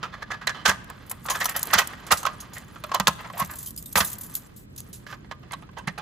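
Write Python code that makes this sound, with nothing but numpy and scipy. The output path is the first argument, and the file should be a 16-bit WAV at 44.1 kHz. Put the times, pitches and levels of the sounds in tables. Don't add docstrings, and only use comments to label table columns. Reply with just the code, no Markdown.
import sys
import numpy as np
from scipy import signal
from scipy.fft import rfft, irfft, next_fast_len
from scipy.io import wavfile

SR = 44100
rng = np.random.default_rng(int(sys.argv[2]) if len(sys.argv) > 2 else 0)


def bounce(signal):
    frames = np.transpose(np.atleast_2d(signal))
    limited = np.clip(frames, -1, 1)
    pcm = np.round(limited * 32767).astype(np.int16)
    wavfile.write(sys.argv[1], SR, pcm)


def natural_amplitude(level_db):
    exponent = np.asarray(level_db, float) / 20
    return 10 ** exponent


N = 265305
LEAD = 1024
HZ = np.fft.rfftfreq(N, 1 / SR)


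def rms_one(x):
    return x / np.sqrt(np.mean(x ** 2) + 1e-20)


def at_hz(points, hz):
    table_hz, values = np.array(points)[:, 0], np.array(points)[:, 1]
    return np.interp(np.log(hz + 1), np.log(table_hz + 1), values)


def colour(x, spectrum):
    return irfft(rfft(x) * rms_one(natural_amplitude(at_hz(spectrum, HZ))), N)


def butter(x, order, hz, kind):
    return signal.sosfilt(signal.butter(order, hz, kind, fs=SR, output="sos"), x)


def through(x, response):
    return signal.fftconvolve(x, response[None], axes=1)


def drift(rate_hz):
    r = np.exp(-2 * np.pi * rate_hz / SR)
    slow = signal.lfilter([1], [1, -2 * r, r * r], rng.standard_normal(N + SR))
    return rms_one(slow[SR:])


def impacts(count, spread_db):
    size_db = spread_db * np.minimum(rng.exponential(1, count), 5)
    return rms_one(rng.standard_normal(count) * natural_amplitude(size_db))


def rattle(swell_ms, fade_ms, spread, uneven_db):
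    ms = (np.arange(5120) - LEAD) / SR * 1000
    swell = np.exp(-(ms / np.clip(swell_ms, .1, 18)) ** 2)
    fade = np.exp(-ms / max(fade_ms, .3))
    common = impacts(count=5120, spread_db=uneven_db)
    opposite = impacts(count=5120, spread_db=uneven_db) * [[1], [-1]]
    return np.where(ms < 0, swell, fade) * (common + spread * opposite)


def ringing(modes, strength_db, damping):
    hz, width, db = np.transpose(modes)[:, :, None]
    t = np.arange(8192) / SR
    decay = np.exp(-np.pi * damping * width * t)
    rings = natural_amplitude(db + strength_db) * np.sqrt(width) * decay * np.sin(2 * np.pi * hz * t)
    return rms_one(rings.sum(axis=0)) / np.sqrt(8192)


def add(track, s, sound):
    i = round(s * SR)
    track[:, i:i + sound.shape[-1]] += sound[..., :track.shape[1] - i]


# f/Hz, relative level per Hz/dB
AIR = [(21, -46.5), (35, 3), (180, 1.5), (778, -20), (2170, -25.5), (12400, -46), (16000, -77)]
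# f/Hz, correlation
AIR_LIKENESS = [(60, 3.05), (380, -0.07), (2380, -2)]
# f/Hz, level/dB before their drift and the balance
HUM = [(120, -58)]


def ventilation():
    mid, side = rfft(rng.standard_normal((2, N))) * natural_amplitude(at_hz(AIR, HZ))
    alike = np.clip(at_hz(AIR_LIKENESS, HZ), -1, .86)
    air = irfft(np.sqrt(1 + alike) * mid + np.sqrt(1 - alike) * side * [[1], [-1]], N)
    air = natural_amplitude(-45 + 0.4 * drift(2.9)) * rms_one(air)
    t = np.arange(N) / SR
    hum = 0
    for hz, db in HUM:
        level = np.sqrt(2) * natural_amplitude(db + 1.4 * drift(8.4))
        hum = hum + level * np.sin(2 * np.pi * hz * t + 0.54 * drift(3.0))
    return (air + hum) * natural_amplitude([[-.8], [.8]])


def hallway(x):
    size = next_fast_len(N + SR)
    hz = np.fft.rfftfreq(size, 1 / SR)
    t60_s = 1 / (1 + hz / 5700)
    answer = np.zeros((2, len(hz)), complex)
    for k, lag_s in enumerate(rng.uniform(0.013, 0.063, size=32)):
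        loop = natural_amplitude(-60 * lag_s / t60_s) * np.exp(-2j * np.pi * hz * lag_s)
        answer[k % 2] += (-1) ** (k // 2) * loop / (1 - loop)
    return irfft(answer * rfft(x, size), size)[:, :N]


# f/Hz, phase/rad
PORT_PHASE = [(60, 0), (1800, 0), (2400, -1.1), (3800, 0), (5200, -.9), (6500, .1), (9300, 3.3),
              (12000, 6.2), (16000, 9.6)]
# f/Hz, level/dB
PORT_BALANCE = [(60, 7.5), (180, 2.5), (550, -1), (1650, 3), (4970, -0.5), (15000, 8.5)]


def ports(x):
    half = natural_amplitude(at_hz(PORT_BALANCE, HZ) / 2) * np.exp(.5j * at_hz(PORT_PHASE, HZ))
    return irfft(rfft(x) * [half, 1 / half], N)


# lowest f/Hz, highest f/Hz, narrowest width/Hz, widest width/Hz
KEYS = [6200, 15500, 130, 450]


def some_keys(count):
    low_hz, high_hz, narrow_hz, wide_hz = np.log(KEYS)
    modes = np.exp(rng.uniform([low_hz, narrow_hz, 0], [high_hz, wide_hz, 0], (count, 3)))
    return ringing(modes, rng.normal(0, 12.0, (count, 1)), damping=1)


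# f/Hz, width before damping/Hz, relative level/dB
BOX = [(608, 15, -2.5), (986, 46, -15), (1060, 37, -24.5), (1100, 47, -1.5), (1209, 18, 4.5),
       (1290, 192, 13), (1565, 70, 7.5), (1691, 40, 5), (1892, 58, -13), (1915, 300, 12), (2500, 510, 9),
       (3020, 170, 4), (3380, 210, 2), (4010, 200, 1), (4670, 65, -6.5)]
# f/Hz, relative level per Hz/dB
CLINK = [(2000, -21), (3500, -10.5), (6000, -10.5), (9000, 5), (12000, 1.5), (15000, 6), (16500, -17)]


def fumbling(box_db, keys_db):
    rub = impacts(count=N, spread_db=2.5) * natural_amplitude(box_db + 2.5 * drift(28))
    brushed = signal.fftconvolve(rub, ringing(BOX, 0, damping=1.4))[:N]
    jiggle = impacts(count=N, spread_db=7.0) * natural_amplitude(keys_db + 4.5 * drift(25))
    pair = rng.integers(0, 12, N // 256 + 1).repeat(256)[:N]
    tinkle = sum(signal.fftconvolve(jiggle * (pair == k), some_keys(count=6))[:N] for k in range(12))
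    return brushed + colour(jiggle, CLINK) + natural_amplitude(9.0) * tinkle


# start t/s, end t/s, level/dB before its drift
SLIDE = (5.066, 5.158, -42.5)
SLIDE_HZ = [580, 1180, 1740, 4700]


def slide():
    start_s, end_s, db = SLIDE
    t = np.arange(N) / SR
    stroke = (t > start_s) * np.clip((end_s - t) / 0.015, 0, 1)
    drag = impacts(count=N, spread_db=2.0) * natural_amplitude(db + 2.1 * drift(33.6)) * stroke
    modes_hz = np.array(BOX)[:, :1]
    favoured_db = sum(18.0 * np.exp(-(np.log2(modes_hz / hz) / 0.081) ** 2) for hz in SLIDE_HZ)
    tilt_db = -10.0 * np.log2(modes_hz / 1200)
    radiated = np.diff(ringing(BOX, favoured_db + tilt_db, damping=1.5))
    return signal.fftconvolve(drag, radiated / np.linalg.norm(radiated))[:N]


# t/s, level/dB, fade/ms
CLINKS = [(0.472, -16.5, 3.4), (0.655, -21.5, 8.3), (0.679, -17.5, 18), (0.696, -8, 1.5), (0.845, -37, 1.5),
          (0.901, -31.5, 2.5), (1.065, -47.5, 15), (1.098, -29, 11), (1.115, -20.5, 4), (1.247, -35.5, 3),
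          (1.263, -25.5, 6.9), (1.301, -12.5, 16), (1.33, -40, 3), (1.359, -21, 2.2), (1.376, -30.5, 2.1),
          (1.403, -23, 12), (1.445, -18.5, 5.1), (1.457, -10.5, 5.1), (1.494, -20, 7.5), (1.565, -17, 9.7),
          (1.594, -24, 4), (1.631, -13.5, 2.5), (1.656, -29, 2.2), (1.672, -25.5, 2), (1.712, -30.5, 2.1),
          (1.739, -11.5, 3.5), (1.788, -17, 12), (1.874, -20, 2.6), (2.068, -29.5, 11), (2.118, -5.5, 12.3),
          (2.173, -22, 21), (2.232, -22, 2.8), (2.265, -21, 2.7), (2.404, -28, 15.4), (2.535, -32.5, 36),
          (2.583, -26, 3.2), (2.84, -27.5, 1.7), (2.947, -12, 1.9), (3, -15.5, 2.6), (3.078, -10, 5.7),
          (3.378, -31.5, 32), (3.399, -19, 5.8), (3.449, -28.5, 2), (3.513, -31, 7.7), (3.556, -37, 18),
          (3.587, -36, 35), (3.629, -33.5, 19), (3.663, -27.5, 8.4), (3.673, -32, 18), (3.707, -34, 5),
          (3.764, -32, 3.3), (3.777, -29.5, 14), (3.826, -34.5, 1.9), (3.841, -49.5, 1.6), (3.86, -32, 5.7),
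          (3.928, -27, 4.4), (3.957, -20, 30), (3.975, -15.5, 24), (4.004, -24.5, 10), (4.048, -22, 16),
          (4.073, -30, 23), (4.102, -26.5, 2.9), (4.118, -32, 9.5), (4.131, -26, 7.3), (4.185, -32.5, 4.1),
          (4.212, -29, 8.5), (4.234, -35, 23), (4.265, -40, 5), (4.298, -43, 9), (4.341, -35, 9.3),
          (4.353, -19.5, 5.9), (4.365, -29.5, 14.3), (4.564, -41, 37), (4.763, -35, 5.5),
          (4.779, -29.5, 18), (4.805, -24, 0.91), (4.931, -29, 17), (4.954, -40, 33), (5.522, -25, 1.9),
          (5.536, -24.5, 2.2), (5.785, -36, 8.3), (5.875, -25, 3.7), (5.985, -30.5, 2.3)]
# t/s, f/Hz, starting amplitude/dB, 60 dB decay/s
RINGS = [(3.587, 9820, -27, .057), (3.671, 13900, -29, .09), (3.671, 3140, -43, .1),
         (3.776, 4990, -35, .05), (3.792, 13500, -41, .15), (3.858, 8150, -39, .2), (3.858, 12650, -39, .2),
         (3.858, 12050, -41, .22), (3.858, 3660, -44, .08), (4.074, 6560, -31, .045),
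         (4.185, 13900, -38, .08), (4.185, 11950, -39, .07), (4.264, 11000, -36, .05),
         (4.048, 3700, -33, .04), (4.353, 12000, -46, .35)]


def keys(treble):
    scratch, rings = np.zeros((2, 2, N + LEAD))
    for s, db, fade_ms in CLINKS:
        clink = natural_amplitude(db) * rattle(swell_ms=1.54, fade_ms=fade_ms, spread=0.12, uneven_db=3.6)
        add(scratch, s, clink)
        add(rings, s, natural_amplitude(-10.0) * through(clink, some_keys(count=9)))
    t = np.arange(16384) / SR
    for s, hz, db, t60_s in RINGS:
        envelope = natural_amplitude(db - 60 * t / t60_s) * (1 - np.exp(-t / 0.00033))
        swing_rad = np.cumsum(rng.normal(0, .05, len(t)))
        add(rings, s + LEAD / SR, envelope * np.sin(2 * np.pi * hz * t + swing_rad))
    rings = butter(rings, 2, 2500, "high")
    bright = colour(scratch[:, LEAD:], CLINK) + rings[:, LEAD:]
    dull = butter(bright, 2, 8500, "low")
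    return dull + np.clip(treble, 0, 1) * (bright - dull)


# t/s, level at the start/dB
THUMPS = [(0.69, -25), (1.762, -28.5), (2.129, -28), (3.008, -26), (3.088, -24.5), (3.426, -28),
          (3.967, -25), (4.015, -26), (5.883, -26)]
# f/Hz, relative level/dB
WALL = [(80, -6.5), (160, -2.5), (190, -2)]
WALL_T60_S = 0.1039


def wall_plate():
    plate = np.zeros((2, N + LEAD))
    modes = [(hz, np.log(1000) / (np.pi * WALL_T60_S), db) for hz, db in WALL]
    for s, db in THUMPS:
        sway = ringing(modes, rng.normal(0, 4.0, (len(modes), 1)), damping=1)
        sway *= 1 - np.exp(-np.arange(len(sway)) / (0.003 * SR))
        add(plate, s - .008 + LEAD / SR, natural_amplitude(db) * np.sqrt(2) * sway / abs(sway).max())
    return plate[:, LEAD:]


# t/s, level/dB, swell/ms (at most 18), fade/ms before scaling, loudest mode f/Hz
KNOCKS = [(0.032, -26.5, 2.4, 16.2, 1350), (0.146, -38, 18, 13, 1760), (0.229, -27, 5.6, 5.9, 1720),
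          (0.306, -29.5, 0.83, 2.7, 1290), (0.321, -25, 9.9, 6.2, 1670), (0.346, -32.5, 18, 6.9, 1720),
          (0.417, -34.5, 2.3, 16, 1635), (0.474, -20, 1.2, 9.5, 1990), (.476, -20.5, 2.1, 2.5, 3945),
          (0.496, -22.5, 3, 9.4, 1720), (0.547, -37.5, 2.5, 57, 1244), (.66, -13, 4.7, 13.5, 1596),
          (0.686, -23, 14, 6.6, 1600), (0.698, -17.5, 23, 14, 1657), (0.901, -34, 0.86, 10, 1055),
          (1.115, -36.5, 4.1, 14.4, 1074), (1.255, -34.5, 0.91, 23, 1272), (1.288, -23, 1.3, 7, 1650),
          (1.309, -20, 7, 11, 1071), (1.359, -27, 12, 16, 1750), (1.415, -20, 6.7, 14.4, 1845),
          (1.46, -23, 5.5, 4.8, 1030), (1.495, -28.5, 10.5, 16, 1840), (1.557, -30, 9.6, 27, 1835),
          (1.636, -35, 2.8, 7, 990), (1.705, -30, 2, 18, 1840), (1.737, -13.5, 5.2, 6, 1264),
          (1.744, -13.5, 3, 12, 1510), (1.791, -13, 9.5, 11, 1498), (1.821, -24, 2, 4.6, 1154),
          (1.936, -35.5, 1, 5.9, 2050), (2.115, -16.5, 5.4, 13, 805), (2.125, -12.5, 5.3, 7.6, 1290),
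          (2.232, -31.5, 0.84, 9.9, 1280), (2.254, -18, 1.3, 3.7, 1290), (2.268, -29.5, 1.5, 6, 3230),
          (2.27, -20.5, 5.2, 5.8, 1074), (2.284, -32.5, 3.5, 19, 1205), (2.577, -38.5, 19, 8.9, 1980),
          (2.761, -38.5, 1.4, 8.7, 1340), (2.841, -27.5, 1.8, 7.6, 646), (2.896, -36.5, 2.2, 2.4, 1100),
          (2.92, -24.5, 3, 5.8, 1100), (2.95, -19.5, 7.7, 10.6, 1054), (3.0, -17, 0.25, 7.4, 1015),
          (3.073, -9, 1.2, 2.6, 1010), (3.08, -13, 1, 7.4, 1060), (3.207, -37, 17, 11, 1030),
          (3.247, -34.5, 1.9, 21, 1030), (3.302, -32, 1, 4.5, 1100), (3.337, -37, 1.3, 23, 705),
          (3.373, -36, 2.7, 41, 1100), (3.407, -22.5, 12.4, 11.4, 1100), (3.425, -26.5, 6.5, 7.7, 1040),
          (3.502, -36.5, 5.4, 16, 1615), (3.542, -39, 3.1, 5.3, 1020), (3.958, -13, 0.74, 5.6, 1980),
          (3.978, -18, 9.5, 10.7, 990), (4.006, -14.5, 0.68, 9.7, 1625), (5.067, -37.5, 0.65, 3.6, 1740),
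          (5.13, -35.5, 3, 11, 1170), (5.248, -51.5, 1.75, 9.4, 940), (5.315, -28.5, 1.8, 6.4, 1060),
          (5.437, -47.5, 5.5, 9, 760), (5.511, -39.5, 1.4, 24, 2070), (5.536, -29, 5.2, 5.8, 1100),
          (5.535, -29.5, 0.76, 3.5, 3790), (5.626, -45, 1.3, 10, 880), (5.692, -43, 0.72, 4.1, 1100),
          (5.776, -34.5, 5.7, 15.6, 1010), (5.793, -38, 4, 3.4, 2700), (5.883, -25.5, 6.4, 7.9, 1860),
          (5.981, -30, 1.8, 17, 850)]
# f/Hz, relative level per Hz/dB
CRACK = [(1500, -30.5), (2500, 2.5), (4000, 2), (6500, 2), (9000, -8), (16000, -21)]
CRACK_DB, CRACK_PER_DB, MEDIUM_BLOW_DB = -12.5, 0.74, -25
SPOT_FAVOUR_DB = 20
SPOT_WIDTH_HZ, SPOT_DB = 80, 10


def box():
    body, crack = np.zeros((2, 2, N + LEAD))
    for s, db, swell_ms, fade_ms, hz in KNOCKS:
        blow = rattle(swell_ms, 1.323 * fade_ms, spread=0.35, uneven_db=4.5)
        cover = np.array(BOX + [(hz, SPOT_WIDTH_HZ, SPOT_DB - SPOT_FAVOUR_DB)])
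        octaves = np.log2(cover[:, :1] / hz)
        chance_db = rng.normal(0, 4.5, octaves.shape)
        favour_db = SPOT_FAVOUR_DB * np.exp(-(octaves / 0.047) ** 2)
        strength_db = chance_db - 2.56 * octaves ** 2 + favour_db
        quick = ringing(cover, strength_db, damping=1.11)
        lasting = natural_amplitude(-14.0) * ringing(cover, strength_db, damping=0.4)
        add(body, s - .0015, natural_amplitude(db) * through(blow, quick + lasting))
        crack_db = db + CRACK_DB + CRACK_PER_DB * (db - MEDIUM_BLOW_DB)
        add(crack, s, natural_amplitude(crack_db) * rattle(swell_ms, 0.83 * fade_ms, spread=0.52, uneven_db=5.5))
    body = butter(body, 3, 520, "high")
    return body[:, LEAD:] + wall_plate() + colour(crack[:, LEAD:], CRACK)


# t/s, rubbing level on the box/dB, jiggle level of the keys/dB, the hand's pan left re right/dB,
# share of the keys' top treble (0-1)
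FUMBLE = [(0, -53.5, -101, -5.5, 0.8), (.6, -50.5, -84, -7, 0.17), (1.2, -52, -75, -4.5, 1),
          (1.3, -59, -50, -3, 0.28), (1.7, -41, -54.5, -6, 1), (2.0, -45.5, -71, -7, 0.32),
          (3.3, -54.5, -68, -3, 0.59), (3.5, -50.5, -54, -5, 1), (3.751, -66, -67, -7.5, 0.86),
          (4.1, -52.5, -58.5, -6, 1), (4.45, -56.5, -67.5, -5.5, 0.94), (4.68, -66, -83.5, -3, 0.67),
          (4.9, -60, -66, -7, 0.42), (5.2, -60.5, -82, -7.5, 0.2)]


def scene():
    s, *columns = np.transpose(FUMBLE)
    box_db, keys_db, pan_db, treble = (np.interp(np.arange(N) / SR, s, c) for c in columns)
    near = box() + slide() + keys(treble) + fumbling(box_db, keys_db)
    direct = near * natural_amplitude(pan_db * [[.5], [-.5]])
    reverberant = natural_amplitude(-32) * hallway(near.mean(axis=0))
    return ports(direct + reverberant) + ventilation()


def low_pass(x):
    return signal.sosfilt(signal.butter(12, 17150, fs=SR, output="sos"), x)


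def record(dry):
    rounded = 1.025 * np.tanh(dry / 1.194)
    lean = butter(rounded, 2, 45.0, "high")
    cut = signal.sosfilt(signal.cheby2(10, 60, 17200, fs=SR, output="sos"), lean)
    return low_pass(cut)


dry = scene()
out = record(dry)
bounce(out)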